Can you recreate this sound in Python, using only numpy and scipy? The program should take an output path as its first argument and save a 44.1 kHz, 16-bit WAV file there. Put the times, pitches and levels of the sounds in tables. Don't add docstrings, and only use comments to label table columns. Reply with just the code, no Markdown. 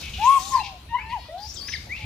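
import sys
import numpy as np
from scipy import signal
from scipy.fft import rfft, irfft, next_fast_len
from scipy.io import wavfile
from scipy.ndimage import uniform_filter1d

SR = 44100
rng = np.random.default_rng(int(sys.argv[2]) if len(sys.argv) > 2 else 0)


def to_wav(s):
    ch = np.atleast_2d(s).T
    pcm = np.round(np.clip(ch, -1, 1) * 32767)
    wavfile.write(sys.argv[1], SR, pcm.astype(np.int16))


def magnitude_from_level(level_db):
    exponent = np.asarray(level_db, float) / 20
    return 10 ** exponent


N = 90404
EDGE_HZ = 15600

# level in dB against the fundamental, from the second harmonic up.
PURE = [-36.5, -35.5]
# level in dB against the fundamental, from the second harmonic up.
RISE = [-27.5]


def evened(x):
    return x / np.sqrt(np.mean(x ** 2) + 1e-20)


def read(points, hz):
    f, value = np.transpose(points)
    return np.interp(np.log(hz + 1), np.log(f + 1), value)


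def add(mix, s, sound):
    part = mix[max(round(s * SR), 0):][:len(sound)]
    part += sound[:len(part)]


def drift(n, size):
    wander = uniform_filter1d(rng.standard_normal(n), size)
    return uniform_filter1d(wander, size) * np.sqrt(size * 3 / 2)


def resonate(x, hz, width):
    turn = np.exp(2j * np.pi * np.cumsum(hz * np.ones(len(x))) / SR)
    r = np.exp(-np.pi * width / SR)
    smooth = signal.lfilter([1 - r], [1, -r], x / turn + 1e-18)
    return 2 * (turn * smooth).real


def follow(curve, size=300):
    c = np.transpose(curve)
    t = np.arange(c[0, 0], c[0, -1], 1 / SR)
    return [t] + [uniform_filter1d(np.interp(t, c[0], v), size=size, mode="nearest") for v in c[1:]]


def folds(hz, db, over_db, jitter, shimmer_db):
    n = len(hz)
    phase = 2 * np.pi * np.cumsum(hz * (1 + jitter * drift(n, size=150))) / SR
    overtones = np.zeros(n)
    for harmonic, level_db in enumerate(over_db, start=2):
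        audible = hz * harmonic < SR / 2
        overtones += magnitude_from_level(level_db) * audible * np.sin(harmonic * phase)
    hold_db = 0.69 * (db.max() - db)
    fall_db = 1.5 * np.minimum(np.gradient(np.log(hz)) * SR, 0)
    tone = np.sin(phase) + magnitude_from_level(hold_db + fall_db) * overtones
    ends = signal.windows.tukey(n, min(400 / n, 1))
    return np.sqrt(2) * tone * magnitude_from_level(db + shimmer_db * drift(n, size=200)) * ends


def voices(calls):
    out = np.zeros(N)
    for curve, over_db in calls:
        length = curve[-1][0] - curve[0][0]
        t, hz, db = follow(curve, min(300, round(SR * length / 12)))
        jitter = 0.0032 * hz.mean() / 1500
        add(out, t[0], folds(hz, db, over_db, jitter, shimmer_db=0.5 * hz.mean() / 1000))
    return out


def coos():
    # time in seconds, pitch in Hz, level in dB.
    near = [(.178, 688.6, -49), (.2, 811, -31.5), (.24, 907, -19), (.265, 1005, -14.5), (.288, 1065, -11.5),
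            (.32, 1105, -14.5), (.348, 1112, -16), (.375, 1069, -15.5), (.392, 1030, -27.5)]
    long_coo = [(.34, 702, -50.5), (.42, 751.6, -43.5), (.57, 871.7, -49), (.68, 798.5, -42),
                (.78, 707, -50)]
    fall = [(.505, 966, -49), (.525, 1073, -26), (.557, 1033, -14.5), (.57, 956, -20), (.59, 896, -31.5),
            (.61, 857, -26.5), (.63, 699.4, -43)]
    lingering = [(.55, 1043, -17), (.566, 1039, -19), (.59, 1023, -31.5), (.62, 975, -39)]
    rich_coo = [(.885, 912, -69), (.91, 935, -43.5), (.935, 922, -25.5), (.955, 1005, -18),
                (.975, 964.5, -31.5), (1.0, 908, -44.5)]
    hooked = [(.99, 851, -47), (1.04, 873, -46.5), (1.11, 916, -38.5), (1.137, 1006, -25.5),
              (1.17, 843, -30.5), (1.2, 613, -48.5)]
    last = [(1.99, 863, -53), (2.05, 844, -47)]
    far = [(1.185, 480, -76), (1.215, 474, -72), (1.25, 485, -78), (1.29, 505, -90)]
    # level in dB against the fundamental, from the second harmonic up.
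    rich = [-20, -22, -35.5, -49]
    hook = [-18, -18]
    nasal = [-8, -18, 15, 15, 10, 14, 16, 19, 17, 10, 6]
    return voices([(near, PURE), (long_coo, PURE), (fall, PURE), (lingering, PURE),
                   (rich_coo, rich), (hooked, hook), (last, RISE), (far, nasal)])


def chirps():
    # start in
    # seconds, length in seconds, first pitch in Hz, last pitch in Hz, level in dB.
    sweeps = [(.215, .05, 2250, 2350, -41), (.225, .13, 2620, 2720, -39), (.3, .065, 3150, 3380, -43),
              (.716, 0.038, 680, 596, -48.5), (1.058, .016, 4120, 4080, -50), (1.078, .05, 4450, 4550, -53),
              (1.106, .04, 2500, 2470, -44), (1.286, .036, 1850, 2010, -50), (1.418, .035, 4740, 4850, -42),
              (1.472, .045, 5400, 5620, -41), (1.59, .12, 1100, 1130, -58), (1.737, .016, 4500, 3500, -44),
              (2.015, .035, 2200, 2430, -40)]
    # level in dB against the fundamental, from the second harmonic up.
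    over_db = [-21]
    bend, top, edge_db = 0.75, 0.44, -13.5
    out = np.zeros(N)
    for s, length, from_hz, to_hz, db in sweeps:
        u = np.linspace(0, 1, round(length * SR))
        away = np.where(u < top, 1 - u / top, (u - top) / (1 - top))
        hz = from_hz + (to_hz - from_hz) * u ** bend
        add(out, s, folds(hz, db + edge_db * away ** 2, over_db, jitter=0.005, shimmer_db=2.0))
    return out


def screeches():
    # start in seconds, length in seconds, level in dB, resonance scale, upper rasp in dB.
    bursts = [(0, 0.043, -39.5, 1.58, -3), (0.016, 0.12, -38.5, 0.96, -2), (0.127, 0.096, -35, 1.017, -5),
              (0.207, 0.097, -33, 1.025, -5), (0.281, 0.13, -40.5, 0.92, -7), (0.396, 0.2, -41, 1.5, -14),
              (0.521, 0.12, -42, 0.7, -13), (0.629, 0.047, -38, 0.97, 3.5), (.655, 0.038, -36.5, .95, 1.5),
              (0.978, 0.047, -46.5, 0.64, -4), (1.091, 0.057, -41, 0.85, 0), (1.68, 0.021, -33, 0.69, 0),
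              (1.718, 0.032, -33.5, 0.76, 7), (1.957, 0.054, -42, 0.85, 2.5),
              (1.992, 0.088, -42, 0.87, -1.5)]
    # frequency in Hz, width in Hz, level in dB.
    throat_bands = [(2389, 354, 7), (2750, 275, 6), (3263, 700, -0.5)]
    # frequency in Hz, width in Hz, level in dB.
    edge_bands = [(3830, 2400, -13), (5600, 2370, -20)]
    pulse_hz, rough = 479.8, 0.36
    rise, fall = 0.13, 0.54
    lowpass = signal.butter(4, 6100, fs=SR)
    out = np.zeros(N)
    for s, length, db, throat, edge_db in bursts:
        u = np.linspace(0, 1, round(length * SR))
        turns = np.cumsum(pulse_hz * throat * (1 + 0.07 * drift(len(u), size=120))) / SR
        beats = np.diff(np.floor(turns), prepend=0)
        puffs = np.exp(-(turns % 1) / 0.64) * rng.standard_normal(len(u))
        drive = (1 - rough) * evened(beats) + rough * evened(puffs)
        drive = signal.lfilter(*lowpass, np.diff(drive, n=2, prepend=[0, 0]))
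        mouth = throat * (1 + 0.031 * drift(len(u), size=600))
        bands = throat_bands + [(f, w, d + edge_db) for f, w, d in edge_bands]
        sound = np.zeros(len(u))
        for k, (f, w, d) in enumerate(bands):
            sound += (-1) ** k * magnitude_from_level(d) * resonate(resonate(drive, f * mouth, w), f * mouth, w)
        shape = np.clip(np.minimum(u / rise, (1 - u) / fall), 0, 1)
        add(out, s, evened(sound) * shape * magnitude_from_level(db + 1.32 * drift(len(u), size=250)))
    return out


def shrieks():
    # time in seconds, whistle in Hz, level in dB, share broken into pulses from 0 to 1.
    first = [(0.209, 4000, -68, 0.9), (.245, 6100, -39, 0.32), (0.276, 7400, -41.5, 0.4),
             (.31, 9540, -47.5, .95), (0.354, 8800, -47, 1), (.41, 6100, -37.5, 0.9)]
    second = [(.385, 4490, -37.5, 1), (0.438, 6230, -40, 0.51), (.5, 6857, -40.5, 0.56),
              (.54, 5230, -38, 0.32), (0.582, 4100, -40, .2), (.61, 3980, -35.5, .2)]
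    third = [(1.372, 3720, -45, 1), (1.42, 4750, -46.5, 0.32), (1.455, 5174, -43, 0.83),
             (1.5, 5600, -38.5, 0.45), (1.52, 5420, -44.5, 0.39), (1.542, 6890, -42.5, 0.98),
             (1.562, 6100, -41.5, 0.48), (1.58, 4746, -39, 0.041), (1.606, 5060, -33.5, 0.18)]
    pulse_rates = [700, 620, 520]
    widths = [2000, 3200, 900]
    rasps = [.16, .11, .035]
    overs = [
        [-40, -31],
        [-30, -31],
        [-33, -34],
    ]
    out = np.zeros(N)
    curves = [first, second, third]
    for curve, pulse_hz, width, hiss, over_db in zip(curves, pulse_rates, widths, rasps, overs):
        t, hz, db, broken = follow(curve)
        n = len(t)
        broken = np.clip(broken, 0, 1)
        turns = np.cumsum(pulse_hz * (1 + 0.028 * drift(n, size=600))) / SR
        harmonics = np.arange(1, int(EDGE_HZ / pulse_hz))
        beats = np.cos(2 * np.pi * np.outer(harmonics, turns)).sum(0)
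        drive = evened(beats) + 0.45 * rng.standard_normal(n)
        ringing = resonate(drive, hz * (1 + 0.1 * drift(n, size=300)), width)
        ringing = resonate(ringing, hz, width * 2)
        rung = evened(ringing + hiss * np.diff(drive, prepend=0))
        rung = rung * magnitude_from_level(db + 1.1 * drift(n, size=250)) * signal.windows.tukey(n, 0.15)
        whistle = folds(hz, db, over_db, jitter=0.0118, shimmer_db=3.0)
        add(out, t[0], (1 - broken) * whistle + np.sqrt(broken) * rung)
    return out


def squeals():
    # time in seconds, pitch in Hz, level in dB.
    middle = [(1.607, 4444, -38.5), (1.65, 4774, -40.5), (1.68, 5223, -39), (1.715, 5260, -47),
              (1.745, 5010, -35), (1.76, 4490, -39), (1.77, 3050, -36)]
    upper = [(1.677, 6150, -34), (1.69, 5800, -43.5), (1.705, 6250, -39.5), (1.725, 5310, -43)]
    lower = [(1.557, 4140, -45), (1.578, 3155, -44), (1.61, 3316, -58)]
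    yelp = [(1.735, 2360, -32), (1.74, 2166, -21.5), (1.745, 2090, -33.5), (1.75, 1900, -34),
            (1.762, 1620, -36)]
    # level in dB against the fundamental, from the second harmonic up.
    shrill = [-23.5, -26]
    return voices([(middle, shrill), (upper, PURE), (lower, PURE), (yelp, PURE)])


def cries():
    # time in seconds, pitch in Hz, level in dB.
    rising = [(1.284, 600, -39.5), (1.32, 663, -42.5), (1.352, 704, -32), (1.4, 812.4, -41),
              (1.47, 866.5, -42.5)]
    under = [(1.286, 535, -47.5), (1.33, 620, -48), (1.36, 640, -50), (1.4, 728, -43.5)]
    climb = [(.955, 1906, -51), (.972, 2060, -32), (.98, 2125, -46), (.992, 2203, -28.5),
             (1.002, 2253, -42.5), (1.014, 2345, -34), (1.028, 2570, -42), (1.04, 2710, -59)]
    short_cry = [(.588, 2297, -48), (.6, 2600, -38), (.61, 2740, -34), (.625, 2730, -44)]
    last = [(1.89, 1877, -46), (1.905, 1983, -36), (1.928, 2317, -27), (1.945, 2480, -36),
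            (1.972, 2740, -38), (1.985, 2820, -46)]
    # level in dB against the fundamental, from the second harmonic up.
    cry_over = [-29, -40]
    return voices([(rising, RISE), (under, PURE), (climb, cry_over), (short_cry, cry_over),
                   (last, cry_over)])


def woods(x):
    # frequency in Hz, time to fall by 60 dB in seconds.
    decay = [(900, 0.62), (6000, 0.41)]
    # frequency in Hz, level in dB.
    scatter_db = [(1000, -21), (3000, -5.5)]
    # delay in seconds, level in dB.
    echoes = [
        (0.031, -18.5),
    ]
    taps = np.zeros((2, SR // 2))
    slots = np.arange(100, SR // 2 - 20, 20)
    at = slots + rng.integers(0, 20, (2, len(slots)))
    np.put_along_axis(taps, at, rng.choice([-1., 1.], at.shape), 1)
    hz, t, z = signal.stft(taps, SR, nperseg=256)
    z = z * magnitude_from_level(-60 * t / read(decay, hz)[:, None])
    z = z / np.sqrt((abs(z) ** 2).sum(2).mean()) * magnitude_from_level(read(scatter_db, hz))[:, None]
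    tail = signal.istft(z, SR, nperseg=256)[1] / 128
    tail[0, 0] = 1
    shaded = np.exp(-2 * np.pi * 2520 * np.arange(64) / SR)
    tail[1, :len(shaded)] += shaded / shaded.sum()
    for s, db in echoes:
        tail[:, round(s * SR)] += magnitude_from_level(db)
    return signal.fftconvolve(x[None], tail, axes=1)[:, :N]


def wash(colour, patchy_db):
    # frequency in Hz, coherence from 0 to 1.
    likeness = [(60, 0.81), (300, 0.78), (940, 0.45), (3700, 0.039)]
    frames, hz = N // 256 + 5, np.fft.rfftfreq(1024, 1 / SR)
    a, b, c, d, patches = rng.standard_normal((frames, 513, 5)).T
    patches = uniform_filter1d(patches, size=12, axis=0)
    patches = evened(uniform_filter1d(patches, size=10, axis=1))
    same = np.clip(read(likeness, hz), -1, 1)[:, None]
    left, other = a + 1j * b, c + 1j * d
    right = same * left + np.sqrt(1 - same ** 2) * other
    z = np.array([left, right]) * magnitude_from_level(read(colour, hz)[:, None] + patchy_db * patches)
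    return evened(signal.istft(z, nperseg=1024, noverlap=768)[1][:, :N])


def litter():
    # time in seconds, level in dB.
    steps = [
        (0, -40.5),
        (0.119, -47.5),
        (.3, -39.5),
        (.6, -53.5),
        (1.06, -75),
        (1.13, -53),
        (1.25, -67),
        (1.5, -56),
        (1.78, -50.5),
        (1.88, -54),
    ]
    # frequency in Hz, level in dB.
    leaf_colour = [(500, -7.5), (3000, 0.5), (6500, 1), (8000, -10), (15000, -12.5)]
    stir = magnitude_from_level(np.interp(np.arange(N) / SR, *np.transpose(steps)) + 1.7 * drift(N, size=300))
    return stir * wash(leaf_colour, patchy_db=-1.0)


def rumble():
    # frequency in Hz, width in Hz, level in dB.
    tones = [(66.6, 41, 0), (101.9, 134, -7)]
    # time in seconds, level in dB.
    swells = [(0, -58), (.02, -40), (.24, -37.5), (0.288, -47), (.61, -40.5), (.77, -49), (.91, -41),
              (0.951, -49), (1.12, -42), (1.29, -49), (1.7, -44), (1.72, -40.5), (1.9, -42.5),
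              (2.01, -44.5), (2.04, -33.5)]
    noise = rng.standard_normal(N)
    low = evened(sum(magnitude_from_level(d) * evened(resonate(resonate(noise, f, w), f, w)) for f, w, d in tones))
    return low * magnitude_from_level(np.interp(np.arange(N) / SR, *np.transpose(swells)))


def air():
    # frequency in Hz, level in dB per Hz.
    air_colour = [(25, -47), (55, -5), (100, -14), (450, -17), (1500, -22.5), (4000, -22), (7500, -36.5),
                  (15000, -38)]
    return magnitude_from_level(-50.5) * wash(air_colour, patchy_db=-3.5)


def scene():
    lean = np.array([[1], [-1]])
    middle = woods(coos() + chirps() + screeches())
    left_group = magnitude_from_level(2 * lean) * woods(shrieks() + squeals())
    return middle + left_group + woods(cries()) + rumble() + air() + litter()


def top_cut(x):
    return signal.sosfilt(signal.butter(12, 15590, fs=SR, output="sos"), x)


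def record(dry):
    # frequency in Hz, left over right in dB.
    port_db = [(60, 0), (400, -2), (900, 6.5), (2300, 3), (6500, 4.5), (8300, 11), (10500, 8.5)]
    n = next_fast_len(N + 2048)
    hz = np.fft.rfftfreq(n, 1 / SR)
    shade = magnitude_from_level(-read(port_db, hz))
    ports = np.array([2 / (1 + abs(shade)), 2 * shade / (1 + abs(shade))])
    mix = irfft(rfft(dry, n) * ports * (hz < EDGE_HZ), n)[:, :N]
    return top_cut(mix)


dry = scene()
out = record(dry)
to_wav(out)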